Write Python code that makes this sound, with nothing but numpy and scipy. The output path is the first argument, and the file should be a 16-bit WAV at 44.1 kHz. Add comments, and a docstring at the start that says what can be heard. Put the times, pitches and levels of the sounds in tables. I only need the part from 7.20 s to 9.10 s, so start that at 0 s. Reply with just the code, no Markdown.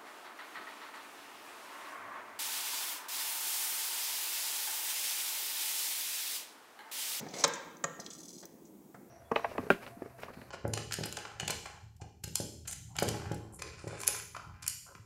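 """A scrape is heard first: a finger winds a rotary telephone dial, rubbing the wheel on its housing.
It clacks against the stop and is let go with a second clack; both set the dial and desk ringing.
The dial ticks free, its governor (the speed brake) whirrs as it runs back, and it knocks softly to rest.
Around it, a bare room echoes and the ventilation rumbles quietly."""
import sys
import numpy as np
from scipy import signal
from scipy.fft import rfft, irfft
from scipy.io import wavfile

SR = 44100
rng = np.random.default_rng(int(sys.argv[2]) if len(sys.argv) > 2 else 0)


def unload_wav(signal):
    """Save mono or channel-first audio to the path in sys.argv[1] as 16-bit WAV at rate SR, clipped to [-1, 1]."""
    wavfile.write(
        sys.argv[1],
        SR,
        np.round(np.clip(np.atleast_2d(signal).T, -1, 1) * 32767).astype(np.int16),
    )


N = 83790
TIME = np.arange(N) / SR
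HZ = np.maximum(np.fft.rfftfreq(N, 1 / SR), 1)

# A fade time (t60) is how long a sound takes to drop by 60 dB.
# The clacks at the stop and on release:
# (time [s], rattle level [dB], rattle length [s], rattle fade time [s], ring build-up [s])
DIAL_CLACKS = [(.2380, -22.5, 0.012, 0.017, 0.0026), (0.6392, -27.5, 0.0027, 0.027, 0.0017)]


def clack_ring():
    """Each clack sets dial and desk ringing; the low tones swell last."""
    # Their natural tones: (pitch [Hz], fade time [s], level at the stop [dB], level on release [dB])
    tones = [(160.5, 0.11, -40.5, -42), (468, .065, -30.5, -42), (548.6, 0.055, -29.5, -37),
             (690, .04, -49, -40.5), (797, 0.049, -34, -69), (901, 0.065, -31, -55),
             (1033.7, 0.06, -27.5, -40.5), (1062, 0.066, -27.5, -45), (1181, 0.04, -55, -29.5),
             (1327, 0.027, -39.5, -30), (1607, 0.063, -28, -36.5), (1845, 0.033, -41, -29.5),
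             (2194, 0.03, -28, -41), (2463, 0.0495, -33.5, -43), (4013, .024, -23.5, -54),
             (5430, 0.012, -21.5, -42), (6260, 0.015, -17.5, -34), (6840, 0.009, -16.5, -33)]
    lag_cycles = 4.2
    out = np.zeros(N)
    for clack, (start, *_, rise) in enumerate(DIAL_CLACKS):
        for hz, t60, *levels in tones:
            swell = rise + lag_cycles / max(hz, 400)
            tone = np.sin(2 * np.pi * (hz * TIME + rng.random()))
            out += from_db(levels[clack]) * tone * burst(start, t60, rise=swell, hold=swell)
    return out


def clack_rattle():
    """In each clack the parts rattle against each other for a few milliseconds."""
    # Tone colour of the rattle, one list per clack: (frequency [Hz], relative level [dB])
    colours = [
        [(100, -24.5), (250, -7.5), (900, -3.5), (1300, -3), (2800, -7.5), (4200, -3.5), (7000, -2.5),
         (8800, -13), (10000, -28), (16000, -39)],
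        [(100, -3), (500, 4), (1800, -9), (2800, -9), (5300, -13), (6800, 6.5), (8000, -8.5), (9500, -24.5),
         (16000, -34)],
    ]
    out = np.zeros(N)
    for (start, db, length, t60, _), colour in zip(DIAL_CLACKS, colours):
        rattle = noise(from_db(at_hz(colour, HZ)))
        out += from_db(db) * rattle * burst(start, t60, rise=.0005, hold=length)
    return out


def winding():
    """The wheel rubs on its housing, and tiny slips rasp in the works as it speeds up."""
    # How hard the wheel rubs: (time [s], level [dB])
    effort = [(0, -48.5), (.06, -51.5), (.132, -50.5), (.140, -44), (.19, -40.5), (.215, -40.5),
              (.236, -43.5), (.25, -75)]
    # Tone colour of the rubbing: (frequency [Hz], relative level [dB])
    colour = [(80, -16), (200, -6.5), (560, 7), (1100, -5.5), (1900, -11.5), (2180, -1.5), (2600, -10),
              (6000, -10), (10000, -31.5), (16000, -50)]
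    slips_per_s, rub_offset_db, rasp_peak_db = 3500, -3, -44
    times, levels = np.transpose(effort)
    effort_db = np.interp(TIME, times, levels)
    rasp_db = rasp_peak_db + 2.5 * (effort_db - levels.max())  # swells more steeply than the rub
    slips = (rng.random(N) < slips_per_s / SR) * rng.standard_normal(N)
    rasp = unit_level(irfft(rfft(slips) * metal_works(), N))
    rub = noise(from_db(at_hz(colour, HZ)))
    return from_db(rub_offset_db + effort_db) * rub + from_db(rasp_db) * rasp


def metal_works():
    """How strongly the metal parts inside the dial (the works) ring at each frequency."""
    # Where they ring most: (frequency [Hz], width [Hz], level [dB])
    resonances = [(2180, 78, -26), (3410, 320, -13.5), (4170, 120, -5.5), (4910, 200, -4.5),
                  (5510, 140, -2), (6040, 300, 1.5), (7030, 400, -4), (7830, 220, -2), (9400, 4000, -14.5)]
    return sum((-1) ** k * from_db(db) / (1 + 1j * hz / width * (HZ / hz - hz / HZ))
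               for k, (hz, width, db) in enumerate(resonances))


def ticks():
    """Small parts catch in the works, each bringing out its own part of the metal's ring."""
    # The catches: (time [s], level [dB], fade time [s], favoured frequency [Hz])
    catches = [(.001, -34.5, 0.018, 6530), (0.085, -48.5, 0.059, 3830), (0.108, -54, 0.11, 5800),
               (.138, -42, 0.063, 3000), (0.186, -35, 0.019, 5860), (0.202, -43, 0.18, 5100),
               (.277, -34, .03, 6000), (0.283, -27.5, 0.014, 6940), (0.336, -32.5, 0.035, 6760),
               (0.355, -38.5, 0.017, 7400), (0.568, -46.5, 0.016, 6370), (0.799, -39, 0.045, 5050),
               (.800, -49.5, 0.046, 11300), (0.813, -52.5, 0.11, 3700), (0.842, -55.5, 0.3, 5900),
               (0.8623, -35.5, 0.023, 2620), (0.9018, -45.5, 0.1, 7300), (0.906, -45.5, 0.065, 2650),
               (0.933, -45.5, 0.025, 7500), (1.232, -54, 0.079, 2330), (1.254, -36, 0.014, 6260),
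               (1.451, -61.5, 0.14, 6940)]
    width_octaves = .47
    metal = metal_works()
    out = np.zeros(N)
    for start, db, t60, hz in catches:
        colour = metal / (1 + (np.log2(HZ / hz) / width_octaves) ** 2)
        out += from_db(db) * burst(start, t60, rise=.0016) * noise(colour)
    return out


def gear_whirr():
    """On the run back the gear teeth scuff lightly, in much the same pattern on every turn."""
    # Tooth contacts in one turn of the governor gear: (position [share of a turn], relative level [dB])
    teeth = [(.05, 1), (.15, 1), (.27, 0), (.46, 0), (.58, 2), (.78, -1)]
    start_s, end_s, turn_s, jitter_s = .9265, 1.229, .0496, .0006
    whirr_db, spread_db = -49.5, 1.5
    scuffs = np.zeros(N)
    for turn_start in np.arange(start_s, end_s, turn_s):
        for share, db in teeth:
            when = turn_start + share * turn_s + jitter_s * rng.standard_normal()
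            if when < end_s:
                strength = from_db(db + spread_db * rng.standard_normal())
                scuffs += strength * burst(when, t60=.033, rise=.0026)
    return from_db(whirr_db) * scuffs * noise(metal_works())


def spring_snaps():
    """The switch springs snap with a very high, short ring."""
    # The snaps: (time [s], level [dB])
    snaps = [(.2765, -39.5), (1.253, -43)]
    ring_hz, width_hz = 14700, 420
    zing = noise(1 / (1 + 1j * (HZ - ring_hz) / width_hz))
    return zing * sum(from_db(db) * burst(start, t60=.0193) for start, db in snaps)


def housing_knocks():
    """The housing bumps dully on the desk, each time with a hollow ring at its own pitch. The first row is no
    bump but a long, low hum near 210 Hz at the very start."""
    # The bumps, the first being the low hum: (time [s], level [dB], fade time [s], ring pitch [Hz])
    bumps = [(0.008, -45, 0.36, 212), (0.064, -40, .035, 776), (0.137, -38.5, 0.01, 2040),
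             (0.791, -43.5, 0.028, 704), (1.227, -50, 0.097, 680), (1.743, -46.5, 0.086, 1385),
             (1.813, -63, 0.042, 745)]
    # Tone colour they all share: (frequency [Hz], relative level [dB])
    colour = [(60, -10), (170, 6), (600, -1.5), (900, -3), (1300, -8.5), (2100, -8), (2800, -29),
              (8000, -24.5), (16000, -60)]
    boost_db, width_octaves = 7.5, .19
    out = np.zeros(N)
    for start, db, t60, hz in bumps:
        hollow_db = boost_db * np.exp(-(np.log2(HZ / hz) / width_octaves) ** 2)
        thud = noise(from_db(at_hz(colour, HZ) + hollow_db))
        out += from_db(db) * thud * burst(start, t60, rise=.002, hold=.005)
    return out


def room_echo(sound):
    """Quick echoes off the desk, then a smooth tail that dies sooner in the treble."""
    # The room's tail: (frequency [Hz], fade time [s], level [dB])
    room = [(151.3, 0.53, -4), (500, 0.74, -4.5), (910, 1, -4.5), (1360, 0.91, -7.5), (2450, 0.87, -3.5),
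            (4800, 0.63, -13), (7000, 0.72, -14), (9000, 0.71, -17.5), (16000, .25, -30.5)]
    first_echo_s, desk_db = .0057, -16.5
    edges = np.geomspace(90, 17000, 48)  # frequency bands, Hz
    white = rfft(rng.standard_normal(N))
    echoes = np.zeros(N)
    for low, high in zip(edges, edges[1:]):
        hz = np.sqrt(low * high)
        band = irfft(white * (HZ >= low) * (HZ < high), N)
        tail = band * burst(first_echo_s, t60=at_hz(room, hz), rise=.0017)
        band_share = 2 * (high - low) / SR
        echoes += from_db(at_hz(room, hz, column=2)) * np.sqrt(band_share) * tail / np.linalg.norm(tail)
    desk = rng.standard_normal(N) * burst(first_echo_s, t60=.045)
    echoes += from_db(desk_db) * desk / np.linalg.norm(desk)
    return signal.fftconvolve(sound, echoes)[:N]


def ventilation():
    """Steady hiss over a ventilation rumble that wavers."""
    # Tone colour of rumble and hiss: (frequency [Hz], relative level [dB])
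    colour = [(25, -48), (55, -21), (105, -20), (150, -10), (195, -1), (260, -4.5), (330, -2), (450, -10.5),
              (650, -19), (950, -22), (1400, -33), (2800, -39), (4900, -39.5), (6900, -32.5), (10000, -35),
              (16000, -29.5)]
    air_db, rumble_below_hz, waver_db, wavers_per_s = -55.5, 450, 2.2, 11
    steady = noise(from_db(at_hz(colour, HZ)))
    rumble = irfft(rfft(steady) / (1 + (HZ / rumble_below_hz) ** 6), N)
    drift = noise(np.exp(-np.log2(HZ / wavers_per_s) ** 2))
    waver = unit_level(from_db(waver_db * drift))
    return from_db(air_db) * (steady + (waver - 1) * rumble)


def from_db(db):
    """Turn decibels into a volume factor."""
    return 10 ** (np.asarray(db) / 20)


def unit_level(x):
    """Scale a signal so its average level (rms) is 1."""
    return x / np.sqrt(np.mean(x ** 2) + 1e-20)


def at_hz(points, hz, column=1):
    """Read a table at any frequency, blending between rows on a pitch scale."""
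    points = np.array(points)
    return np.interp(np.log(hz), np.log(points[:, 0]), points[:, column])


def noise(colour):
    """Noise at level 1; colour sets the relative strength of each frequency."""
    return unit_level(irfft(rfft(rng.standard_normal(N)) * colour, N))


def burst(start, t60, rise=.0012, hold=0):
    """A volume curve that rises, holds and dies away; all times in seconds."""
    age = np.maximum(TIME - start, 0)
    return np.minimum(age / rise, 1) * from_db(-60 * np.maximum(age - hold, 0) / t60)


def scene():
    """The dial, its echoes and the ventilation, in mono."""
    contacts = winding() + clack_rattle() + ticks() + spring_snaps() + housing_knocks() + gear_whirr()
    # The small body gives off little deep bass.
    contacts = signal.sosfilt(signal.butter(3, 103.3, "high", fs=SR, output="sos"), contacts)
    ring = clack_ring()
    # High tones beam at the listener, so mainly the low ones fill the room.
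    low_ring = signal.sosfilt(signal.butter(3, 1900, fs=SR, output="sos"), ring)
    return (contacts + ring + room_echo(contacts + low_ring) + ventilation())[None]


def record(dry):
    """Round off the loudest peaks and steeply cut the highest treble."""
    ceiling, cutoff_hz = .38, 15800
    rounded = ceiling * np.tanh(dry / ceiling)
    return signal.sosfilt(signal.ellip(12, .1, 80, cutoff_hz, fs=SR, output="sos"), rounded)


dry = scene()
out = record(dry)
unload_wav(out)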